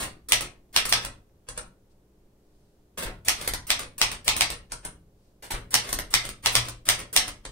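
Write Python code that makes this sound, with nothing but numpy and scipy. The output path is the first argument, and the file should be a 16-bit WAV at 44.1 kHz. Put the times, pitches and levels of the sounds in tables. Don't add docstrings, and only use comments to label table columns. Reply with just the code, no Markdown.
import sys
import numpy as np
from scipy import signal
from scipy.fft import rfft, irfft, next_fast_len
from scipy.io import wavfile
from scipy.ndimage import uniform_filter1d

SR = 44100
rng = np.random.default_rng(int(sys.argv[2]) if len(sys.argv) > 2 else 0)


def wrap_up_sound(samples):
    columns = np.atleast_2d(samples).T
    tamed = np.clip(columns, -1, 1)
    steps = np.round(tamed * 32767).astype(np.int16)
    wavfile.write(sys.argv[1], SR, steps)


N = 331191
RING = np.arange(16384) / SR
SWING_S = .036
LIFT_S = .037

# t/s, level/dB, brightness/dB, knock/dB, finger's touch/dB, table top/dB
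STRIKES = [(0.3215, -13.5, -0.1, -2.5, -36, -36), (0.7632, -15, -1, -1.5, -55, -45),
           (0.9253, -15.5, -3, -0.5, -31.5, -36), (3.2841, -16.5, 1.5, 0, -45, -59),
           (3.7037, -17.5, -0.5, 4.5, -42, -40), (4.0155, -15.5, -1.2, 0.3, -38.5, -36.5),
           (4.28, -16.5, -1.2, 0.8, -46.5, -37.5), (4.4093, -16, -1, 4, -37, -39),
           (5.742, -14.5, 2, 3, -43.5, -35.5), (6.14, -15, 0, 0, -45.5, -34),
           (6.46, -17, -0.4, 4, -58.5, -35.5), (6.5533, -15, 0, 3, -39, -25.5),
           (6.8888, -14.5, 2, 4.5, -45, -36), (7.1635, -13, 1.5, 1, -35.5, -46)]
# t/s, level/dB
RETURNS = [(0.4078, -27), (0.8538, -24.5), (1.0489, -29), (3.413, -32.5), (3.7927, -29), (4.116, -30),
           (4.365, -24), (4.5021, -28), (5.8909, -31.5), (6.2517, -32), (6.2899, -32), (6.685, -31.5),
           (6.991, -34.5), (7.28, -31)]
# t/s, level/dB, brightness/dB, lever knock/dB
SPACE_BAR = [(1.4872, -34.5, 8.5, -42), (1.5761, -31.5, 13, -34.5), (4.7195, -31, 9.5, -37.5),
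             (4.85, -32, 16.5, -35.5), (7.4519, -35, 2.5, -46)]
# t/s, relative scrape/dB, weight/dB
SHIFT_LIFTS = [(-.02, -25.5, -35.5), (.02, -31, -48.5), (2.973, -30.5, -57.5), (3.017, -31, -30),
               (5.423, -40.5, -55), (5.501, -29, -29)]
# t/s, relative level/dB
SHIFT_DROPS = [(3.476, -21), (5.928, -21.5)]
# f/Hz, relative level/dB
FRAME_MODES = [(735, -3), (860, -7), (1120, -9), (1287, 0), (1803, -3), (2005, -1), (2083, -3), (2255, -2),
               (2540, -4), (2708, -3), (2774, -3), (3193, -4), (3424, -6), (3488, -4), (4545, -4),
               (5488, -4), (5836, -2)]
# f/Hz, relative level/dB
STRIKE_COLOUR = [(60, -25.5), (250, -17.5), (550, -12.5), (800, -6.5), (1500, -7.5), (2000, -0.5),
                 (3400, -0.5), (4900, -2.5), (5800, -1.5), (7000, -10), (9200, -2.5), (10500, -15.5),
                 (11800, -10.5), (15500, -17)]
LEVER_COLOUR = [(60, 5), (250, -1.5), (550, 1), (800, -6), (1200, 2.5), (1500, -3), (2000, 0), (4000, -3),
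                (6000, -6), (7200, -7.5), (9200, 1.5), (10500, -11.5), (12000, -14), (15500, -13.5)]
SPACE_COLOUR = [(60, 9), (300, 1.5), (550, 4.5), (700, -4.5), (1100, 2), (2000, 0), (3000, -1),
                (4000, -3.5), (7500, -8), (9300, 0), (10500, -19.5), (15500, -39)]
LIFT_COLOUR = [(60, 4), (280, 0), (550, 3.5), (750, 0.5), (1150, 2), (1500, 0.5), (1900, 2), (2700, -2.5),
               (4200, -2), (6300, -6), (7200, -5.5), (9200, 4), (10500, -7.5), (15500, -8.5)]
DROP_COLOUR = [(60, 4.5), (300, -5), (550, -0.5), (750, -1.5), (1150, 0), (1900, 2), (2700, -6), (3800, -1),
               (6300, -4), (7200, -7.5), (9200, 3), (10500, -6.5), (12000, 0.5), (15500, -10.5)]
# f/Hz, t60/s
ROOM_T60 = [(100, 0.99), (260, 0.53), (700, 0.3), (1840, 0.28), (4850, 0.24), (9000, 0.19), (14000, 0.071)]
# start/s, end/s, level/dB
RUSTLES = [(1.889, 1.95, -73), (2.299, 2.93, -77), (5.121, 5.381, -74.5)]
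# f/Hz, relative level/dB
AIR_COLOUR = [(25, 0), (45, -9), (200, -14.5), (420, -15.5), (700, -23), (1200, -31), (2200, -37),
              (16000, -41)]
# f/Hz, level/dB
MOTOR_TONES = [(59.2, -68.5), (118.4, -72.5), (156.1, -78.5), (193.8, -73.5), (301.5, -76), (355.3, -77.5),
               (414.5, -77.5), (532.9, -82.5), (592.2, -90), (710.6, -91.5)]


def typebars(frame_db=-16, lead_s=.00037):
    out = np.zeros(N)
    for s, db, bright_db, knock_db, _, _ in STRIKES:
        slug = contact(crack_t60=.0046, buzz_db=-9, buzz_t60=.13)
        hit = unit(colour(slug, STRIKE_COLOUR, bright_db, knock_db))
        add(out, s - lead_s, blow(hit + amp(frame_db) * frame(), db, .027))
    return out


def contact(crack_t60, buzz_db, buzz_t60):
    crack, buzz = rng.standard_normal((2, len(RING)))
    crack = even(np.sign(crack) * RING * fade(crack_t60), bins=130) * fade(.01)
    buzz = even(buzz * fade(buzz_t60), bins=12) * (1 - fade(.03)) * fade(.46)
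    return unit(crack) + amp(buzz_db) * unit(buzz)


def frame(scatter_db=2, t60=.2):
    chance = rng.standard_normal((len(FRAME_MODES), 2))
    ring = sum(amp(db + scatter_db * weight) * np.sign(polarity) * np.sin(2 * np.pi * hz * RING)
               for (hz, db), (weight, polarity) in zip(FRAME_MODES, chance))
    return unit(ring * fade(t60))


def linkages(swing_db=-29, press_s=.013):
    out = np.zeros(N)
    travel = np.minimum(RING / SWING_S, 1)
    swing = (travel ** 1.3 + 1.5 * travel ** 10) * (travel < 1)
    for s, _, _, _, touch_db, _ in STRIKES:
        touch = contact(crack_t60=.0088, buzz_db=0, buzz_t60=.055) * (1 - fade(press_s))
        add(out, s - SWING_S, blow(colour(touch, LEVER_COLOUR, bright_db=7), touch_db, .08))
        rattle = colour(chatter(swing), LEVER_COLOUR)
        add(out, s - SWING_S, blow(rattle, swing_db, .016))
    return out


def chatter(envelope, spread_db=3, ticks_per_s=1500):
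    size = amp(spread_db * np.minimum(rng.exponential(size=len(RING)), 4))
    ticks = (rng.random(len(RING)) < ticks_per_s / SR) * rng.choice([-1, 1], len(RING)) * size
    click = even(rng.standard_normal(128) * fade(.003)[:128], bins=1)
    return unit(np.convolve(ticks * envelope, click)[:len(RING)])


def returns(frame_db=-21, shudder_db=-39, delay_s=.075, shudder_s=.075):
    out = np.zeros(N)
    for s, db in RETURNS:
        click = contact(crack_t60=.0022, buzz_db=-5, buzz_t60=.033)
        hit = unit(colour(click, LEVER_COLOUR, bright_db=2.17))
        add(out, s, blow(hit + amp(frame_db) * frame(), db, .014))
    swell = np.sin(np.pi * np.minimum(RING / shudder_s, 1))
    for s, *_ in STRIKES:
        shudder = colour(chatter(swell), LEVER_COLOUR, bright_db=-2.4)
        add(out, s + delay_s, blow(shudder, shudder_db, .046))
    return out


def space_bar(slack_s=.024, creak_db=-12, growth_db=22):
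    out = np.zeros(N)
    take_up = amp(growth_db * np.minimum(RING / slack_s, 1)) * (RING < slack_s)
    for s, db, bright_db, lever_db in SPACE_BAR:
        clack = contact(crack_t60=.0038, buzz_db=-4.1, buzz_t60=.032)
        add(out, s, blow(colour(clack, SPACE_COLOUR, bright_db), db, .016))
        levers = colour(chatter(fade(.063)), SPACE_COLOUR, bright_db=-2.3, knock_db=8.1)
        add(out, s, blow(levers, lever_db, .015))
        creak = colour(chatter(take_up), SPACE_COLOUR, bright_db=-.5)
        add(out, s - slack_s, blow(creak, lever_db + creak_db, slack_s))
    return out


def shift_lifts(scrape_gain_db=2, top_out_gain_db=-4):
    out = np.zeros(N)
    push = (fade(.18) + fade(.12)) * (1 - fade(.021))
    for s, db, weight_db in SHIFT_LIFTS:
        scrape = colour(chatter(push), LIFT_COLOUR, bright_db=-.6)
        add(out, s, blow(scrape, db + scrape_gain_db, .022))
        top_out = colour(chatter(fade(.16)), LIFT_COLOUR, bright_db=-14)
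        add(out, s + LIFT_S, blow(top_out, weight_db + top_out_gain_db, .019))
    return out


def shift_drops(slide_s=.055, slide_gain_db=-16, bounce_s=.06, frame_db=-20):
    out = np.zeros(N)
    for s, db in SHIFT_DROPS:
        for delay_s, gain_db, bright_db in (0, 1, 0), (bounce_s, -3, -1):
            click = contact(crack_t60=.0052, buzz_db=-6.5, buzz_t60=.032)
            hit = unit(colour(click, DROP_COLOUR, bright_db))
            add(out, s + delay_s, blow(hit + amp(frame_db) * frame(), db + gain_db, .011))
        slide = colour(chatter(RING < slide_s), DROP_COLOUR, bright_db=-2.8)
        add(out, s - slide_s, blow(slide, db + slide_gain_db, .041))
    return out


def table(give_s=.004, drop_give_s=.018):
    out = np.zeros(N)
    for s, db, *_, top_db in STRIKES:
        add(out, s + give_s, thump(sway_db=db - 23, top_db=top_db))
    for s, _ in RETURNS:
        add(out, s, thump(sway_db=-41.5, top_db=-44))
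    for s, *_ in SPACE_BAR:
        add(out, s + give_s, thump(sway_db=-39.5, top_db=-47))
    for s, _, weight_db in SHIFT_LIFTS:
        add(out, s + LIFT_S, thump(sway_db=weight_db, top_db=weight_db - 8))
    for s, _ in SHIFT_DROPS:
        add(out, s + drop_give_s, thump(sway_db=-32.5, top_db=-40))
    return out


def thump(sway_db, top_db, sway_hz=36, top_hz=118):
    sway = amp(sway_db) * np.sin(2 * np.pi * sway_hz * RING) * fade(.37)
    top = amp(top_db) * np.sin(2 * np.pi * top_hz * RING) * fade(.44) * (1 - fade(.096))
    wood = [(20, -1.5), (50, 6), (85, -3.5), (160, -11.5), (400, -16), (1200, -47)]
    rumble = colour(rng.standard_normal(len(RING)) * fade(.51), wood)
    return sway + top + blow(rumble, (sway_db + top_db) / 2 - 3, .024)


def room(near_db, wall_db, lag_s, wall_s=.008, ceiling_s=.0098, ceiling_db=-14):
    paths = np.zeros((2, len(RING)))
    paths[0, 0] = paths[1, round(lag_s * SR)] = 1
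    paths[:, int(ceiling_s * SR)] = amp(ceiling_db)
    near = diffuse(len(RING)) * fade(.018) * (1 - fade(.0035))
    hz = np.fft.rfftfreq(len(RING), 1 / SR)
    field, tail = rfft(diffuse(len(RING))), 0
    centres = np.geomspace(100, 14000, 8)
    for centre, weights in zip(centres, np.eye(len(centres))):
        band = np.interp(np.log(hz + 1), np.log(centres), weights)
        tail = tail + irfft(field * band, len(RING)) * fade(curve(ROOM_T60, centre))
    tail = tail * (RING > wall_s) * (1 + 1.7 * fade(.065))
    scattered = amp(near_db) * unit(near) + amp(wall_db) * unit(tail)
    return even(paths + np.sqrt(2) * scattered, bins=35)


def in_room(dry, near_db, wall_db, lag_s):
    out = np.zeros((2, N))
    starts = [0] + [int((s - SWING_S) * SR) for s, *_ in STRIKES]
    for start, end in zip(starts, starts[1:] + [N]):
        response = room(near_db, wall_db, lag_s)
        wet = signal.fftconvolve(dry[None, start:end], response, axes=1)[:, :N - start]
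        out[:, start:start + wet.shape[1]] += wet
    return out


def sleeve():
    t = np.arange(N) / SR
    swell = sum(amp(db) * np.interp(t, [start, (start + end) / 2, end], [0, 1, 0])
                for start, end, db in RUSTLES)
    cloth = [(1000, -11.5), (3500, -5), (4800, -1), (6000, -4), (7000, -7.5), (9300, -4), (11000, -20)]
    return swell * wash(cloth)


def ventilation(air_db=-61):
    t = np.arange(N) / SR
    hum = sum(amp(db) * np.sqrt(2) * np.sin(2 * np.pi * (hz * t + rng.random()))
              for hz, db in MOTOR_TONES)
    return amp(air_db) * wash(AIR_COLOUR) + hum


def wash(points):
    n = next_fast_len(N, real=True)
    gain = amp(curve(points, np.fft.rfftfreq(n, 1 / SR)))
    noise = irfft(rfft(diffuse(n)) * gain, n)[:, :N]
    return noise / noise.std()


def diffuse(n, apart_hz=850):
    likeness = np.exp(-(np.fft.rfftfreq(n, 1 / SR) / apart_hz) ** 2)
    mid, side = (irfft(rfft(rng.standard_normal(n)) * np.sqrt((1 + sign * likeness) / 2), n)
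                 for sign in (1, -1))
    return np.array([mid + side, mid - side])


def colour(x, points, bright_db=0, knock_db=0):
    hz = np.fft.rfftfreq(len(x), 1 / SR)
    bright = np.clip(np.log2((hz + 1) / 4000), -.5, 2)
    knock = np.exp(-np.log2((hz + 1) / 850) ** 2)
    return shape(x, curve(points, hz) + bright_db * bright + knock_db * knock)


def even(x, bins):
    power = uniform_filter1d(np.abs(rfft(x)) ** 2, bins)
    return shape(x, -10 * np.log10(power + 1e-12))


def shape(x, db):
    n = x.shape[-1]
    cepstrum = irfft(np.log(amp(db)), n)
    cepstrum[..., 1:n // 2] *= 2
    cepstrum[..., n // 2 + 1:] = 0
    return irfft(rfft(x) * np.exp(rfft(cepstrum)), n)


def curve(points, hz):
    f, value = np.transpose(points)
    return np.interp(np.log(hz + 1e-3), np.log(f), value)


def blow(x, db, span_s):
    return amp(db) * np.sqrt(span_s * SR) * unit(x)


def fade(t60):
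    return np.exp(-np.log(1000) * RING / t60)


def add(track, s, x):
    i = int(min(s * SR, N - 1))
    x = x[max(-i, 0):N - i]
    track[max(i, 0):max(i, 0) + len(x)] += x


def amp(db):
    return 10 ** (np.asarray(db) / 20)


def unit(x):
    return x / np.sqrt(np.sum(x ** 2))


def scene():
    platen = in_room(typebars(), near_db=.5, wall_db=-.5, lag_s=.00011)
    keys = linkages() + returns() + space_bar() + shift_lifts() + shift_drops()
    action = in_room(keys, near_db=5, wall_db=2, lag_s=.00005)
    thumps = table() * amp([[1], [-1]])
    return platen + action + thumps + ventilation() + sleeve()


def record(dry, ceiling=1.1, top_hz=15700):
    rounded = ceiling * np.tanh(dry / ceiling)
    return signal.sosfilt(signal.ellip(10, .2, 80, top_hz, fs=SR, output="sos"), rounded)


dry = scene()
out = record(dry)
wrap_up_sound(out)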